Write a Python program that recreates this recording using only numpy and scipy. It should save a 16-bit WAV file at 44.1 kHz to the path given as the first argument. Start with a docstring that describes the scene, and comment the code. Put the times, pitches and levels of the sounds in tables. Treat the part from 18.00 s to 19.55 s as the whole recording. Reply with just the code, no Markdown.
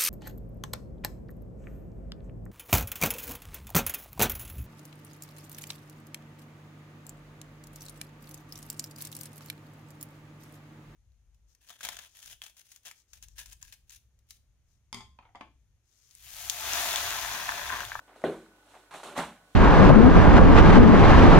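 """Small bedroom: a large taut inflated vinyl toy is handled near a camera.
One firm knock and weaker taps: decaying skin partials and a noise crack, then body modes and a room tail.
Rubbing: dense random decaying sine grains (skin slips) that ring the body, under a brushed noise hiss.
Three soft low bumps; quiet floor of coloured noise with mains hum and faint wandering whines."""
import sys
import numpy as np
from scipy import signal
from scipy.fft import rfft, irfft, next_fast_len
from scipy.io import wavfile
from scipy.ndimage import map_coordinates

SR = 44100
rng = np.random.default_rng(int(sys.argv[2]) if len(sys.argv) > 2 else 0)


def file_out(sig):
    """Save sig as 16-bit WAV at sys.argv[1]."""
    # one column per channel
    cols = np.atleast_2d(sig).T
    # limit, then scale
    lim = np.clip(cols, -1, 1)
    pcm = np.round(lim * 32767).astype(np.int16)
    wavfile.write(sys.argv[1], SR, pcm)


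N = 68355

# Floor noise colour: f/Hz, density/(dB per Hz, relative)
FLOOR_COLOUR = [(41, -61), (70, -9), (198, -12.5), (334, -12.5), (459, -5), (576, -6), (866, -12),
                (1330, -13), (1460, -11), (2190, -15.5), (12000, -22.5), (15700, -26.5)]
# Floor left-right likeness: f/Hz, correlation/1 (held within -1..1)
FLOOR_LIKENESS = [(60, 0.97), (130, 0.68), (640, 0.72), (1410, -0.79), (3100, -1.16), (6820, -0.11),
                  (15000, -0.27)]
# Hum and blurred whines: f/Hz, level/dB rms, wander/1 (of strength) and rad (of phase)
TONES = [(50.8, -74.5, 0.05), (99.6, -79, .2), (298, -74.5, 0.43), (1488, -72, 0.28), (12200, -95, .7)]
# Soft low bumps: t/s, level/dB (envelope peak), f/Hz
THUMPS = [(0.35, -65, 45.4), (1.178, -58, 61), (1.241, -55.5, 65.4)]
# Room decay: f/Hz, t60/s
ROOM_DECAY = [(100, 0.63), (400, 0.28), (1500, 0.45), (4000, 0.22), (10000, 0.51)]
# Room colour after rubbing: f/Hz, level/dB
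RUB_ROOM_COLOUR = [(60, -60), (150, 2.5), (400, -4.5), (1000, -11), (3000, -5), (10000, -41)]
# Tail colour after a knock: f/Hz, level/dB
KNOCK_ROOM_COLOUR = [(60, -5), (100, -12), (170, 11), (260, 8.5), (400, 22.5), (700, 8), (1100, -1.5),
                     (1500, 1), (2500, -6), (4200, 0), (5000, -48), (10000, -13)]
# Modes of skin and enclosed air: f/Hz, level/dB (relative), t60/s (ringing freely)
BODY_MODES = [(97, -0.5, 0.27), (166.6, 1.5, 0.33), (235, -7.5, 0.68), (326.4, 1, 0.59), (377, 0.5, 0.45),
              (431, -2.5, 0.26), (580, 0, 0.29), (687, -4, 0.16), (769, -3.5, 0.18), (1486, 14.5, 0.072)]
# Rubbing strokes, slips: t/s, level/dB (mid-band rms)
STROKES = [(.065, -67.5), (.085, -58.5), (.13, -61), (.2, -63), (.235, -56), (.3, -50.5), (.45, -67.5),
           (.66, -67), (.72, -60.5), (.749, -56.5), (.754, -54), (.82, -64), (.907, -66.5), (.911, -49),
           (.937, -49), (.941, -42), (.97, -47.5), (1.031, -54.5), (1.034, -46.5), (1.11, -50),
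           (1.152, -52), (1.163, -38.5), (1.169, -36), (1.19, -29), (1.24, -40), (1.3, -54), (1.4, -65.5),
           (1.55, -71)]
# Brushing hiss: t/s, level/dB (treble-band rms)
BRUSH = [(.155, -80), (.163, -71), (.235, -70.5), (.243, -61), (.33, -64), (.45, -74), (.52, -81),
         (.65, -77.5), (.72, -67), (.8, -71), (.907, -81), (.911, -65), (.962, -55.5), (1.031, -63),
         (1.035, -54), (1.07, -55.5), (1.15, -63), (1.18, -43), (1.22, -50), (1.34, -69), (1.41, -79),
         (1.55, -73.5)]
# Drive from rubbing into the body: t/s, level/dB (re slips)
HOLLOW = [(.99, -20), (1.05, -7), (1.13, -6), (1.165, -22)]
# Slip colour: f/Hz, gain/dB (relative)
SLIP_COLOUR = [(60, -28), (120, -4.5), (200, -6.5), (450, -10), (750, 1.5), (1300, 2), (3400, 0.5),
               (4300, -1.5), (4900, -34), (5600, -38)]
# Hiss colour: f/Hz, density/(dB per Hz, relative)
HISS_COLOUR = [(900, -45), (2500, -6), (4150, -5.5), (4850, -14.5), (5920, -11), (8830, -9.5),
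               (13300, -19.5), (14800, -16), (15700, -58)]
# Contacts: t/s, slap level/dB peak, contact brightness f/Hz, ring and room re slap/dB (before their gains)
KNOCKS = [(.0805, -53, 2200, -3), (.1612, -42, 2400, -6), (.2182, -40, 3600, -8), (.2395, -16, 1400, 0),
          (.752, -42, 2800, -4), (.9095, -42, 3600, -6), (.9395, -33, 3600, -8), (.958, -35, 3600, -8),
          (1.0322, -32, 3000, -3), (1.1765, -24, 1900, -13), (1.5488, -34, 1400, 0)]
# First answer of the skin to a palm: f/Hz, level/dB (relative), t60/s (shorter for small contacts)
SLAP_PARTIALS = [(262, -10.5, 0.11), (614, 10.5, 0.013), (1050, -2.5, 0.016), (1908, 3, 0.011)]
# Toy left-right likeness: f/Hz, correlation/1
TOY_LIKENESS = [(60, 0.76), (200, 0.99), (700, 0.99), (1290, 0.95), (2380, 0.77), (4400, 0.55),
                (8120, 0.54), (15000, -0.84)]
# Toy balance: f/Hz, left over right/dB
TOY_BALANCE = [(60, -1), (240, 1), (950, -1), (3770, -4), (15000, 1)]

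TOP_HZ = 15850
FLOOR_DB, WANDER_KNOTS_PER_S = -66.5, 50
THUMP_S = .033
ROOM_DELAY_S = .008
RING_RISE_S, RING_ROUGH_RAD = .01, .3
SLIPS_PER_S, SLIP_SPREAD_DB, SLIP_DECAY_CYCLES = 5000, 2, 2
SLIP_HZ, SLIP_SPREAD_OCTAVES, CLUMP_DB = 870, 1.088, 1.5
# bass of the rubbing: changes by this many extra dB per dB of level, neutral at FULL_DB
WEIGHT_HZ, WEIGHT_DB_PER_DB, FULL_DB = 255, .81, -31.5
HELD_SHARE, RUB_ROOM_DB = .35, -4  # share of ring time left under a rubbing hand
PALM_HZ, PALM_BASS_HZ, PALM_RISE_S = 1400, 90, .0015
CRACK_DB, CRACK_T60_S = -6, .012
THUD_DB, RING_DB, KNOCK_ROOM_DB = 7.5, 5, 15.5  # THUD_DB drives both ring and room


def amp(db):
    """dB to gain."""
    return 10 ** (np.asarray(db) / 20)


def unit(x):
    """Scale to rms 1."""
    return x / np.sqrt(np.mean(x ** 2) + 1e-20)


def along(points, hz):
    """Interpolate (Hz, value) points on a log frequency axis."""
    f, v = np.transpose(points)
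    return np.interp(np.log(hz + 1), np.log(f + 1), v)


def in_time(points):
    """Interpolate (s, value) points at every sample."""
    return np.interp(np.arange(N) / SR, *np.transpose(points))


def wobble(knots_per_s):
    """Smooth random curve through normal knots."""
    knots = rng.standard_normal(int(N * knots_per_s / SR) + 4)
    return map_coordinates(knots, [np.arange(N) * knots_per_s / SR])


def filtered(x, response):
    """Apply a frequency response by FFT."""
    m = next_fast_len(N + SR // 2)
    return irfft(rfft(x, m) * response(np.fft.rfftfreq(m, 1 / SR)), m)[..., :N]


def after(x, tail):
    """Convolve x with a tail."""
    return signal.fftconvolve(x, tail)[:N]


def band_unit(x, lo_hz, hi_hz):
    """Scale so that one band has rms 1."""
    return x / np.std(filtered(x, lambda f: (f > lo_hz) & (f < hi_hz)))


def stereo(a, b, likeness):
    """Mix unrelated a (mid) and b (side) so that the ports correlate as given per frequency."""
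    def weights(hz):
        turn = np.arccos(np.clip(along(likeness, hz), -1, 1)) / 2
        return np.array([np.cos(turn), np.sin(turn)])

    mid, side = filtered(np.array([a, b]), weights)
    return np.array([mid + side, mid - side])


def background():
    """Steady room and microphone noise plus thin tones wandering in phase and strength."""
    a, b = filtered(rng.standard_normal((2, N)), lambda f: amp(along(FLOOR_COLOUR, f)))
    out = amp(FLOOR_DB) * unit(stereo(a, b, FLOOR_LIKENESS))
    t = np.arange(N) / SR
    for hz, db, wander in TONES:
        strength = 1 + wander * wobble(WANDER_KNOTS_PER_S)
        phase = 2 * np.pi * hz * t + wander * wobble(WANDER_KNOTS_PER_S)
        out = out + amp(db) * unit(strength * np.sin(phase))
    return out


def room(colour):
    """Delayed noise tail: each frequency dies at its own speed; energy 1 before colouring."""
    hz, t, z = signal.stft(rng.standard_normal(SR // 2), SR, nperseg=256)
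    decay = amp(-60 * t / along(ROOM_DECAY, hz)[:, None])
    tail = signal.istft(z * decay, SR, nperseg=256)[1]
    tail = np.pad(tail / np.linalg.norm(tail), (round(ROOM_DELAY_S * SR), 0))
    return filtered(tail, lambda f: amp(along(colour, f)))[:SR // 2]


def body_ring(time_share=1):
    """Modes of skin and air swell in, waver in phase and die; energy 1."""
    t = np.arange(SR // 2) / SR
    y = np.zeros(len(t))
    for hz, db, t60 in BODY_MODES:
        level_db = db + rng.normal(0, 2) - 60 * t / (time_share * t60)
        phase = 2 * np.pi * (hz * t + rng.random()) + RING_ROUGH_RAD * wobble(30)[:len(t)]
        y += amp(level_db) * np.sin(phase)
    y = y * (1 - np.exp(-t / RING_RISE_S))
    return y / np.linalg.norm(y)


def thumps():
    """Low sines under a swell that peaks after half of THUMP_S, then dies."""
    t = np.arange(N) / SR
    out = np.zeros(N)
    for s, db, hz in THUMPS:
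        age = np.maximum(t - s, 0) / THUMP_S
        swell = 2 * age * np.exp(1 - 2 * age)
        out += amp(db) * swell * np.sin(2 * np.pi * hz * (t - s))
    return out


def slips():
    """Stick-slip of the skin: dense grains, each a few decaying cycles of its own pitch."""
    life = np.arange(SR // 100)
    count = int(SLIPS_PER_S * N / SR)
    start = rng.integers(0, N, count)
    size_db = SLIP_SPREAD_DB * rng.exponential(size=count)
    hz = np.clip(SLIP_HZ * 2 ** (SLIP_SPREAD_OCTAVES * rng.standard_normal(count)), 150, 4500)
    cycles = hz[:, None] * life / SR
    fade = np.exp(-cycles / SLIP_DECAY_CYCLES) * np.cos(np.pi / 2 * life / len(life))
    grains = amp(size_db)[:, None] * np.sin(2 * np.pi * cycles) * fade
    train = np.bincount((start[:, None] + life).ravel(), grains.ravel())[:N]
    train = train * amp(CLUMP_DB * wobble(90))
    train = band_unit(filtered(train, lambda f: amp(along(SLIP_COLOUR, f))), 460, 5700)
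    level_db = in_time(STROKES)
    bass = filtered(train, lambda f: 1 / (1 + (f / WEIGHT_HZ) ** 4))
    weight = amp(WEIGHT_DB_PER_DB * (level_db - FULL_DB))
    return (train - bass + bass * weight) * amp(level_db)


def brush_hiss():
    """Brushing: coloured noise with a fast random flutter of level."""
    hiss = rng.standard_normal(N) * amp(.65 * wobble(150))
    hiss = band_unit(filtered(hiss, lambda f: amp(along(HISS_COLOUR, f))), 5800, 10260)
    return hiss * amp(in_time(BRUSH))


def rubbing():
    """Slips drive the hand-damped body; hiss lies above; the room answers all."""
    skin = slips()
    ringing = after(skin * amp(in_time(HOLLOW)), body_ring(HELD_SHARE))
    direct = skin + ringing + brush_hiss()
    return direct + amp(RUB_ROOM_DB) * after(direct, room(RUB_ROOM_COLOUR))


def skin_slap(small):
    """First answer of the skin: short partials and a noise crack; small contacts are shorter."""
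    t = np.arange(SR // 20) / SR
    skin = amp(CRACK_DB - 60 * t / CRACK_T60_S) * rng.standard_normal(len(t))
    for hz, db, t60 in SLAP_PARTIALS:
        level_db = db + rng.normal(0, 1) - 60 * small * t / t60
        skin += amp(level_db) * np.sin(2 * np.pi * hz * t)
    return skin * (1 - np.exp(-small * t / PALM_RISE_S))


def knocks():
    """Slap, then ringing body and room; fingertips are brighter, shorter, thinner than a palm."""
    out = np.zeros(N)
    for s, db, hz, ring_db in KNOCKS:
        small = hz / PALM_HZ
        bass_hz = PALM_BASS_HZ * small ** 2
        skin = skin_slap(small)
        at = round(s * SR)
        push = np.zeros((2, N + len(skin)))
        push[0, at:at + len(skin)] = skin
        push[1, at] = amp(db + ring_db + THUD_DB)
        # second-order low cut, first-order high cut
        slap, thud = filtered(push[:, :N],
                              lambda f: (1j * f / (bass_hz + 1j * f)) ** 2 / (1 + 1j * f / hz))
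        out += amp(db) * slap / np.abs(slap).max()
        out += amp(RING_DB) * after(thud, body_ring())
        out += amp(KNOCK_ROOM_DB) * after(thud, room(KNOCK_ROOM_COLOUR))
    return out


def scene():
    """Toy from two unrelated draws, ports alike in the bass and less so above; bumps in mid only."""
    mid = knocks() + rubbing() + thumps()
    side = knocks() + rubbing()
    pair = stereo(mid, side, TOY_LIKENESS)
    toy = filtered(pair, lambda f: amp(np.outer([.5, -.5], along(TOY_BALANCE, f))))
    return toy + background()


def record(dry):
    """Band limit: nothing passes from TOP_HZ up."""
    return filtered(dry, lambda hz: hz < TOP_HZ)


dry = scene()
out = record(dry)
file_out(out)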